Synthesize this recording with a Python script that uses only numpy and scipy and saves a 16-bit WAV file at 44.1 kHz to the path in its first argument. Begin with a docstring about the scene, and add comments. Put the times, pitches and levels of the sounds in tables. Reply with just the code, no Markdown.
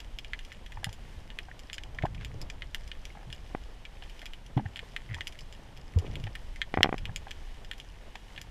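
"""Shrimp snaps crackle near and far, one crack very close, each ringing the housing of a camera
that drifts with a spear fisher over a rocky reef. Gear ticks, pops, creaks, thumps and drags on the case.
Water rumbles past it and a steady hiss lies under all. Snaps and gear are pulses striking decaying sines
or short ringing bursts; drags, water and hiss are filtered noise. One microphone, inside the housing."""
import sys
import numpy as np
from scipy import signal
from scipy.fft import rfft, irfft
from scipy.io import wavfile

SR = 44100
rng = np.random.default_rng(int(sys.argv[2]) if len(sys.argv) > 2 else 0)


def wav_out(sig):
    """Save sig, one row per channel (or a flat mono array), as 16-bit PCM at SR to the path in sys.argv[1]."""
    wavfile.write(sys.argv[1], SR, np.round(np.clip(np.atleast_2d(sig).T, -1, 1) * 32767).astype(np.int16))


N = 374850    # length in samples, 8.5 s

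# Single shrimp snaps around the camera; the mode levels are relative to level_db:
# start_s [s], level_db [dB], low_modes_db [dB], treble_modes_db [dB]
SHRIMP_SNAPS = [(0.003, -36, -8, -5), (0.1872, -25, -19, -13), (0.2467, -30, -11, -18),
                (0.3341, -27, 9, -17), (0.391, -36, -2, -10), (0.4495, -38.5, -22, -7),
                (0.5191, -34.5, 4, -22), (0.525, -37.5, -16, -7), (0.6627, -36, -4, -12),
                (0.7211, -37.5, 3.5, -10), (0.844, -22, 1.5, -1), (0.8936, -34, -10, -11),
                (0.9287, -37, -10, -3), (1.303, -34, 0, -17), (1.388, -22, -4, -16),
                (1.5931, -36, -13, -6.5), (1.699, -31, -1, -29), (1.731, -26.5, -14, -8),
                (1.7422, -33, -10, -4), (1.7818, -32.5, 2.5, -10.5), (1.836, -30, -21, -12.5),
                (1.9476, -41.5, -13, -11), (1.9864, -36.5, 5, -25), (2.0241, -38, 8.5, -16),
                (2.0558, -37.5, -5, -6.5), (2.1475, -36.5, -4, -12), (2.248, -29, -2, -7.5),
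                (2.4154, -37.5, -16, -3), (2.5005, -26, -4.5, -16.5), (2.6212, -32, -0.5, -25),
                (2.7465, -22, -0.5, -9.5), (2.8773, -40, -13, -4), (2.9163, -24.5, -2.5, -36),
                (3.0536, -31.5, -29, -8), (3.3024, -37.5, -5, -12), (3.3276, -28, -7, -10),
                (3.347, -40, -8, -12), (3.8525, -35, -10, -16), (4.0234, -39, -3, -18),
                (4.037, -39, -10, -12), (4.097, -41.5, -13, -7), (4.1933, -36, -15, -13),
                (4.2174, -37.5, 1, -10), (4.2571, -31.5, -9, -5), (4.2633, -34, -15, -14),
                (4.3349, -30.5, -13, -15), (4.4634, -40, -15, -10), (4.5755, -37, 0, -19),
                (4.7596, -24.5, -9, -20), (4.768, -39, 7, -6.5), (4.7745, -35, -4, -20),
                (4.7921, -29.5, -1, -18), (4.964, -23.5, 7, -15), (5.1449, -25, -3, -13.5),
                (5.2084, -26, 2, -17), (5.271, -21, -25, -11.5), (5.277, -32, -15, -4),
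                (5.3242, -38, -14, -11), (5.3895, -38.5, -21.5, -6), (5.4084, -46, -3, -1),
                (5.526, -35, -8, -9), (5.7741, -36, -9, -11), (5.9876, -33, -9, -6), (6.066, -37, -15, -21),
                (6.1555, -27, -18, -15), (6.2, -42, -3, -7), (6.24, -32, -14, -11), (6.269, -38.5, 4, -31),
                (6.353, -32.5, 1.5, -10.5), (6.56, -44, 6, -2.5), (6.6167, -19.5, 4, -19),
                (6.7409, -33, 14.5, -37), (6.981, -31.5, -4, -10), (7.0546, -27, -7, -13),
                (7.161, -23, -40, -5.5), (7.2833, -38, -7, -24), (7.3092, -33, 2, -8),
                (7.3138, -26, -11, -16.5), (7.6474, -39.5, 0, -8), (7.7135, -26.5, 0, -13),
                (7.734, -36, -3, -14), (7.7808, -43, -6, -4), (7.8002, -31, -13, -10.5),
                (8.1554, -36.5, 4.5, -10), (8.3624, -34, -6, -26), (8.3779, -32.5, 3, -20),
                (8.415, -32, -8, -5)]
# Modes of the housing wall when a pressure pulse strikes it:
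# pitch_hz [Hz], t60_s [s], snap_level_db [dB], close_crack_level_db [dB]
HOUSING_MODES = [(1820, 0.036, -9, -19), (2023, 0.0051, 6, 6), (2453, 0.0054, 1, -43),
                 (2894, 0.0086, -2, -1), (3183, 0.011, -7.5, -5.5), (3940, 0.0085, -26, -13),
                 (5160, 0.0057, 2, -10), (5880, 0.0036, 1.5, -33), (6910, 0.0036, 0, -21),
                 (8782, 0.0054, 0, -30), (10350, 0.0031, 5.5, -32), (11820, 0.003, 5, -21)]
TOP_MODES_DB = -10    # highest modes, relative to the treble modes
# A fainter snap is farther off: bounces grow (dB per dB) against the direct sound
LOUD_SNAP_DB, LOUD_BOUNCES_DB, BOUNCES_PER_DB_FAINTER = -24.5, -15, 0.2974
CRACK_S, CRACK_BOUNCES_DB = 6.8311, -25
CRACK_ECHO_S, CRACK_ECHO_DB = 0.0061, -15.5
FAR_SNAPS_PER_S, FAR_FLOOR_DB, FAR_SPREAD_DB = 170, -66, 6    # the rate is typical: it drifts


def snaps():
    """Every pulse strikes all housing modes, a little differently each time; far shrimp crackle at random."""
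    start_s, level_db, low_db, treble_db = np.transpose(SHRIMP_SNAPS)
    bounces_db = LOUD_BOUNCES_DB + BOUNCES_PER_DB_FAINTER * (LOUD_SNAP_DB - level_db)
    paths = arrivals(bounces_db)
    uneven_db = 3 * rng.standard_normal((len(start_s), len(HOUSING_MODES)))

    crack = arrivals([CRACK_BOUNCES_DB])
    crack[0, int(CRACK_ECHO_S * SR)] = -from_db(CRACK_ECHO_DB)    # one clear bounce off the nearest rock
    crack = place([CRACK_S], crack)

    chance_per_sample = FAR_SNAPS_PER_S / SR * from_db(4.0 * drift(3.0))
    far = rng.random(N) < chance_per_sample
    far_db = FAR_FLOOR_DB + FAR_SPREAD_DB * np.minimum(rng.exponential(1, N), 3.0)[far]

    out = np.zeros(N)
    groups_db = [low_db, 0 * start_s, treble_db, treble_db + TOP_MODES_DB]
    for k, (hz, t60, snap_db, crack_db) in enumerate(HOUSING_MODES):
        group_db = groups_db[np.searchsorted([2250, 4450, 8000], hz)]
        strike = from_db(level_db + group_db + uneven_db[:, k])
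        struck = place(start_s, paths * strike[:, None])
        far_uneven_db = 9.1 * rng.standard_normal(N)[far].clip(-3, 1.6)
        struck[far] += from_db(far_db - 2.39 * hz / 1000 + far_uneven_db)    # weaker towards the treble
        mode = ring(from_db(snap_db) * struck + from_db(crack_db) * crack, hz, t60)
        out += band(mode, 0.6 * hz, 1.4 * hz, order=1)    # the wall takes a moment to get moving
    return band(out, 2404, 11300)    # a stiff wall passes little bass


BOUNCES_T60_S = 0.062


def arrivals(bounces_db):
    """Each source sends a direct pulse, then a sparse, dying shower of bounces off the reef; one row each."""
    t = np.arange(SR // 16) / SR
    shape = (len(bounces_db), len(t))
    size, pick = rng.standard_normal(shape), rng.random(shape)
    fade = from_db(np.reshape(bounces_db, (-1, 1)) - 60 * t / BOUNCES_T60_S)
    rows = size * (pick < 0.06) * fade * (t > 0.001)
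    rows[:, 0] = -1    # the direct pulse
    return rows


# Gear slipping on the case: # release_s [s], level_db [dB], pulse_length_s [s]
GEAR_TICKS = [(3.5496, -21, 0.001), (6.7412, -19, 0.00092), (6.774, -13.5, 0.00085), (6.786, -24.5, 0.0011),
              (6.8075, -17, 0.00092), (6.845, -13, 0.00072), (6.859, -19, 0.00099), (6.871, -27, 0.0013),
              (6.892, -21.5, 0.0011), (6.9273, -17.5, 0.00083), (6.943, -22.5, .0012)]
# Modes the case rings with after a tick, relative to it: pitch_hz [Hz], level_db [dB], t60_s [s]
CASE_MODES = [(770, -5, 0.013), (1230, -11, 0.0084), (1930, -7.5, 0.01), (2350, -12, 0.0059),
              (3030, -36.5, 0.0098)]


def ticks():
    """A slip loads slowly and lets go at once: a rise, a steep fall through zero, then the case rings."""
    release_s, level_db, length = np.array(GEAR_TICKS).T[:, :, None]
    t = np.arange(-400, 400) / SR
    fall = -np.tanh(t / (0.16 * length))
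    fade = np.exp(-np.abs(t) / np.where(t < 0, 0.64 * length, 0.62 * length))
    pulses = fall * fade
    pulses = from_db(level_db) * pulses / pulses.max(axis=1, keepdims=True)
    out = place(release_s[:, 0] + t[0], pulses)
    for hz, db, t60 in CASE_MODES:    # just after the fall each mode is struck a little differently
        strike = from_db(level_db + db + 2 * rng.standard_normal(release_s.shape))
        struck = place(release_s[:, 0] + 0.00063, strike)
        out += band(ring(struck, hz, t60), 0.65 * hz, 1.4 * hz, order=1)
    return band(out, 8, 3400, order=4)    # a rubbery contact makes no treble


# Short hollow pops: start_s [s], level_db [dB], pitch_hz [Hz]
HOLLOW_POPS = [(0.77, -32, 860), (0.829, -33, 790), (0.867, -33, 800), (0.888, -39.5, 860),
               (1.484, -38, 756), (2.035, -23, 634), (2.049, -21.5, 757), (2.052, -22, 830),
               (4.022, -41, 780), (4.227, -39, 780), (4.574, -23, 746), (4.594, -29.5, 824),
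               (4.655, -34, 783), (4.827, -37, 480), (5.972, -25, 457), (6.02, -30.5, 412),
               (6.269, -36, 770), (7.073, -35, 443), (7.092, -36, 800), (7.267, -30, 775),
               (8.153, -37.5, 770)]
# Stick-slip runs of pops: start_s [s], end_s [s], slips_per_s [1/s], level_db [dB], pitch_hz [Hz]
POP_SLIP_RUNS = [(3.151, 3.235, 52, -41, 810), (5.1654, 5.19, 60, -40, 900)]
POP_T60_S = 0.031
POP_OVERTONE, POP_OVERTONE_DB = 2.1, -5    # second mode: ratio to the pitch, level relative to the first
POP_OVERTONE_TOP_DB = -40    # heavy pops are blunt: the second mode is set no louder than this


def pops():
    """Each pop rings at its pitch and, fainter, at a second mode above."""
    rows = np.array([*HOLLOW_POPS, *slips(POP_SLIP_RUNS)])
    overtones = rows * [1, 1, POP_OVERTONE] + [0, POP_OVERTONE_DB, 0]
    overtones[:, 1] = np.minimum(overtones[:, 1], POP_OVERTONE_TOP_DB)
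    body = knocks(lasting(rows, POP_T60_S), cycles=1.3, rough=0.93)
    return body + knocks(lasting(overtones, POP_T60_S), cycles=3.5, rough=1.0)


# Thin creaks of a strap or rubber band slipping: start_s [s], level_db [dB], pitch_hz [Hz]
STRAP_CREAKS = [(1.5135, -31, 1870), (1.9864, -19.5, 1805), (2.0642, -30, 1630), (2.1784, -37, 2400),
                (2.2094, -31, 1620), (3.1023, -35.5, 2180), (4.577, -32, 2130), (4.6603, -31.5, 1840)]
# Stick-slip runs of creaks: start_s [s], end_s [s], slips_per_s [1/s], level_db [dB], pitch_hz [Hz]
CREAK_SLIP_RUNS = [(5.09, 5.145, 102.2, -34.5, 1970)]
CREAK_T60_S = 0.015


def creaks():
    """A slipping strap gives thin, high, very short knocks, singly or in a quick train."""
    rows = [*STRAP_CREAKS, *slips(CREAK_SLIP_RUNS)]
    return knocks(lasting(rows, CREAK_T60_S), cycles=2.6, rough=0.9)


# Dull thumps on the case and low gurgles of water: start_s [s], level_db [dB], pitch_hz [Hz], t60_s [s]
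THUMPS_AND_GURGLES = [(.77, -33.5, 89, 0.13), (.866, -25, 121, 0.065), (.884, -27, 95, .06), (1.16, -36, 81, 0.19),
                      (2.035, -7, 115, 0.029), (2.04, -21, 324, 0.023), (2.25, -26.5, 89, 0.077),
                      (2.35, -33, 112, 0.15), (3.27, -34.5, 120, 0.15), (4.5655, -9, 125, 0.066),
                      (4.567, -27, 274, 0.031), (4.575, -23, 282, 0.067), (4.59, -32.5, 210, 0.2),
                      (4.655, -18.5, 91, 0.072), (5.094, -31, 105, .1), (5.112, -27.5, 108, 0.14),
                      (5.14, -33, 79, 0.27), (5.951, -22, 70, .04), (5.96, -7, 87.4, 0.11), (6.2, -29, 130, 0.093),
                      (6.235, -26, 104, 0.15), (6.783, -16, 88, 0.077), (7.088, -19.5, 102.4, 0.045)]


def thumps_and_gurgles():
    """A blow on the case or a gurgle of water swells fast and rings down low, with some rattle."""
    return knocks(THUMPS_AND_GURGLES, cycles=0.4, rough=0.62)


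SLIP_UNEVEN_DB, SLIP_PITCH_SPREAD = 3.5, 0.028    # the pitch spread is a fraction of the pitch


def slips(runs):
    """A stick-slip run becomes evenly spaced slips, each a little different in strength and pitch."""
    rows = np.array([(s, db, hz)
                     for start, end, rate, db, hz in runs
                     for s in np.arange(start, end, 1 / rate)])
    chance = rng.standard_normal((len(rows), 2))
    rows[:, 1] += SLIP_UNEVEN_DB * chance[:, 0]
    rows[:, 2] *= 1 + SLIP_PITCH_SPREAD * chance[:, 1]
    return rows


def lasting(rows, t60):
    """Give every row the same ring time."""
    return [(*row, t60) for row in rows]


def knocks(table, cycles, rough):
    """A soft contact swells over the given cycles of its pitch while it rings down; rough ones rattle."""
    out = np.zeros(N)
    t = np.arange(SR // 4) / SR
    for start_s, level_db, hz, t60 in table:
        rise = 1 - np.exp(-(t * hz / cycles) ** 2)
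        fade = from_db(level_db - 60 * t / t60)
        noise = band(rng.standard_normal(len(t)), 0.73 * hz, 1.354 * hz, order=3)
        rattle = rough * noise * np.sqrt(SR / hz / 4)    # evens out the loudness of narrow bands
        body = rise * fade * (-np.sin(2 * np.pi * hz * t) + rattle)
        at = round(start_s * SR)
        out[at:at + len(t)] += body[:N - at]
    return out


# Something drags over the case: start_s [s], end_s [s], level_db [dB], centre_hz [Hz]
CASE_DRAGS = [(2.2, 2.246, -49, 2100), (2.312, 2.432, -48.5, 324), (4.566, 4.62, -42, 750),
              (4.65, 4.688, -56, 1900), (5.975, 6.2, -53, 520), (5.999, 6.254, -46, 324)]
RASP_CATCHES_PER_CYCLE, RASP_WIDTH = 1.2, 1.55    # band runs from centre / width to centre * width


def rasps():
    """Dense uneven catches through a broad band, fading as the drag eases."""
    now, out = np.arange(N) / SR, np.zeros(N)
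    size, pick = rng.standard_normal(N), rng.random(N)
    for start, end, db, hz in CASE_DRAGS:
        catches = size * (pick < RASP_CATCHES_PER_CYCLE * hz / SR)
        grain = rms_one(band(catches, hz / RASP_WIDTH, hz * RASP_WIDTH))
        done = np.clip((now - start) / (end - start), 0, 1)
        swell = np.sqrt(np.sin(np.pi * done).clip(0))
        out += from_db(db - 8.6 * done) * swell * grain
    return out


# Gurgle of water moving past the case: time_s [s], level_db [dB]
GURGLE_LEVEL = [(0.0, -61), (0.42, -63), (0.9, -52.5), (1.7, -59), (2.1, -42.5), (2.45, -47.5), (2.72, -58),
                (3.4, -52), (3.64, -60.5), (4.9, -55.5), (5.7, -55), (5.99, -55), (6.13, -39.5),
                (6.53, -64.5), (7.05, -44.5), (7.29, -56), (7.55, -58), (8.2, -62), (8.5, -47)]
# Swell pushing on the case: time_s [s], level_db [dB]
SWELL_LEVEL = [(0.0, -45), (0.28, -43), (1.68, -46), (2.1, -39), (3.15, -43.5), (5.78, -46.5),
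               (5.94, -45.5), (6.23, -40.5), (7.36, -42.5), (8.5, -50)]
CALM_DB, RUB_DB, RUB_FOLLOWS = -59, -60, 0.18    # calm gurgle, rustle then, its share of the gurgle's swing


def flow():
    """Lumpy low noise: slow surge, quicker gurgle, and a grainy rubbing rustle above."""
    now = np.arange(N) / SR
    surge_db = np.interp(now, *np.transpose(SWELL_LEVEL))
    gurgle_db = np.interp(now, *np.transpose(GURGLE_LEVEL))
    rub_db = RUB_DB + RUB_FOLLOWS * (gurgle_db - CALM_DB)
    white = rng.standard_normal((3, N))
    surge = rms_one(band(white[0], 9.7, 40.9)) * from_db(surge_db)
    gurgle = rms_one(band(white[1], 29.0, 141.4, order=3)) * from_db(gurgle_db + 2.0 * drift(8.4))
    rub = rms_one(band(white[2], 130, 846)) * from_db(rub_db + 2.34 * drift(35.0))
    return surge + gurgle + rub


# Colour of the hiss, only its shape counts: pitch_hz [Hz], level_db [dB, relative]
HISS_COLOUR = [(120, -48), (200, 3.5), (601, -18), (821, -3.5), (1300, -10.5), (1740, -4.5), (2650, -8),
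               (2960, -4.5), (4120, -12.5), (5130, -14), (11900, -26), (14300, -31.5), (16000, -60)]
HISS_DB = -60    # rms, about which it drifts


def hiss():
    """Smooth wash of countless far snaps and the microphone's own noise, as coloured noise."""
    hz = np.maximum(np.arange(N // 2 + 1) * SR / N, 1)
    table_hz, table_db = np.transpose(HISS_COLOUR)
    colour = from_db(np.interp(np.log(hz), np.log(table_hz), table_db))
    wash = rms_one(irfft(rfft(rng.standard_normal(N)) * colour, N))
    return from_db(HISS_DB + 1.0 * drift(2.5)) * wash


def from_db(db):
    """Decibels to gain."""
    return 10 ** (np.asarray(db) / 20)


def rms_one(x):
    """Scale to unit rms."""
    return x / np.sqrt(np.mean(x ** 2) + 1e-20)


def ring(x, hz, t60):
    """A two-pole resonator: a unit click sets a decaying sine of height 1 ringing."""
    r, w = from_db(-60 / (t60 * SR)), 2 * np.pi * hz / SR
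    return signal.lfilter([0, np.sin(w)], [1, -2 * r * np.cos(w), r * r], x)


def band(x, low_hz, high_hz, order=2):
    """Butterworth band-pass."""
    return signal.sosfilt(signal.butter(order, [low_hz, high_hz], "band", fs=SR, output="sos"), x)


def drift(rate):
    """Slow chance with spread 1: noise smoothed at the given rate in Hz, one knot every 40 samples."""
    knots = rng.standard_normal(N // 40 + 2002)
    r = np.exp(-80 * np.pi * rate / SR)
    slow = signal.lfilter([1], [1, -2 * r, r * r], knots)[2000:]    # skip the filter's start-up
    return np.interp(np.arange(N) / 40, np.arange(len(slow)), rms_one(slow))


def place(times, rows):
    """Lay each row into the timeline from its start time."""
    starts = np.round(np.asarray(times) * SR).astype(int)
    at = starts[:, None] + np.arange(rows.shape[1])
    line = np.bincount(at.ravel(), rows.ravel(), N + rows.shape[1])[:N]
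    return line + 1e-18    # inaudible offset keeps the filters from vanishingly small numbers


def scene():
    """All sources reach one microphone."""
    gear = ticks() + pops() + creaks() + thumps_and_gurgles() + rasps()
    return (snaps() + gear + flow() + hiss())[None, :]


OVERLOAD, CUTOFF_HZ = 0.9, 16700    # clipping height; nothing is left from the cutoff up


def record(dry):
    """The microphone input clips peaks above the overload height, then the top is cut steeply."""
    clipped = np.clip(dry, -OVERLOAD, OVERLOAD)
    return signal.sosfilt(signal.cheby2(20, 100, CUTOFF_HZ, fs=SR, output="sos"), clipped)


dry = scene()
out = record(dry)
wav_out(out)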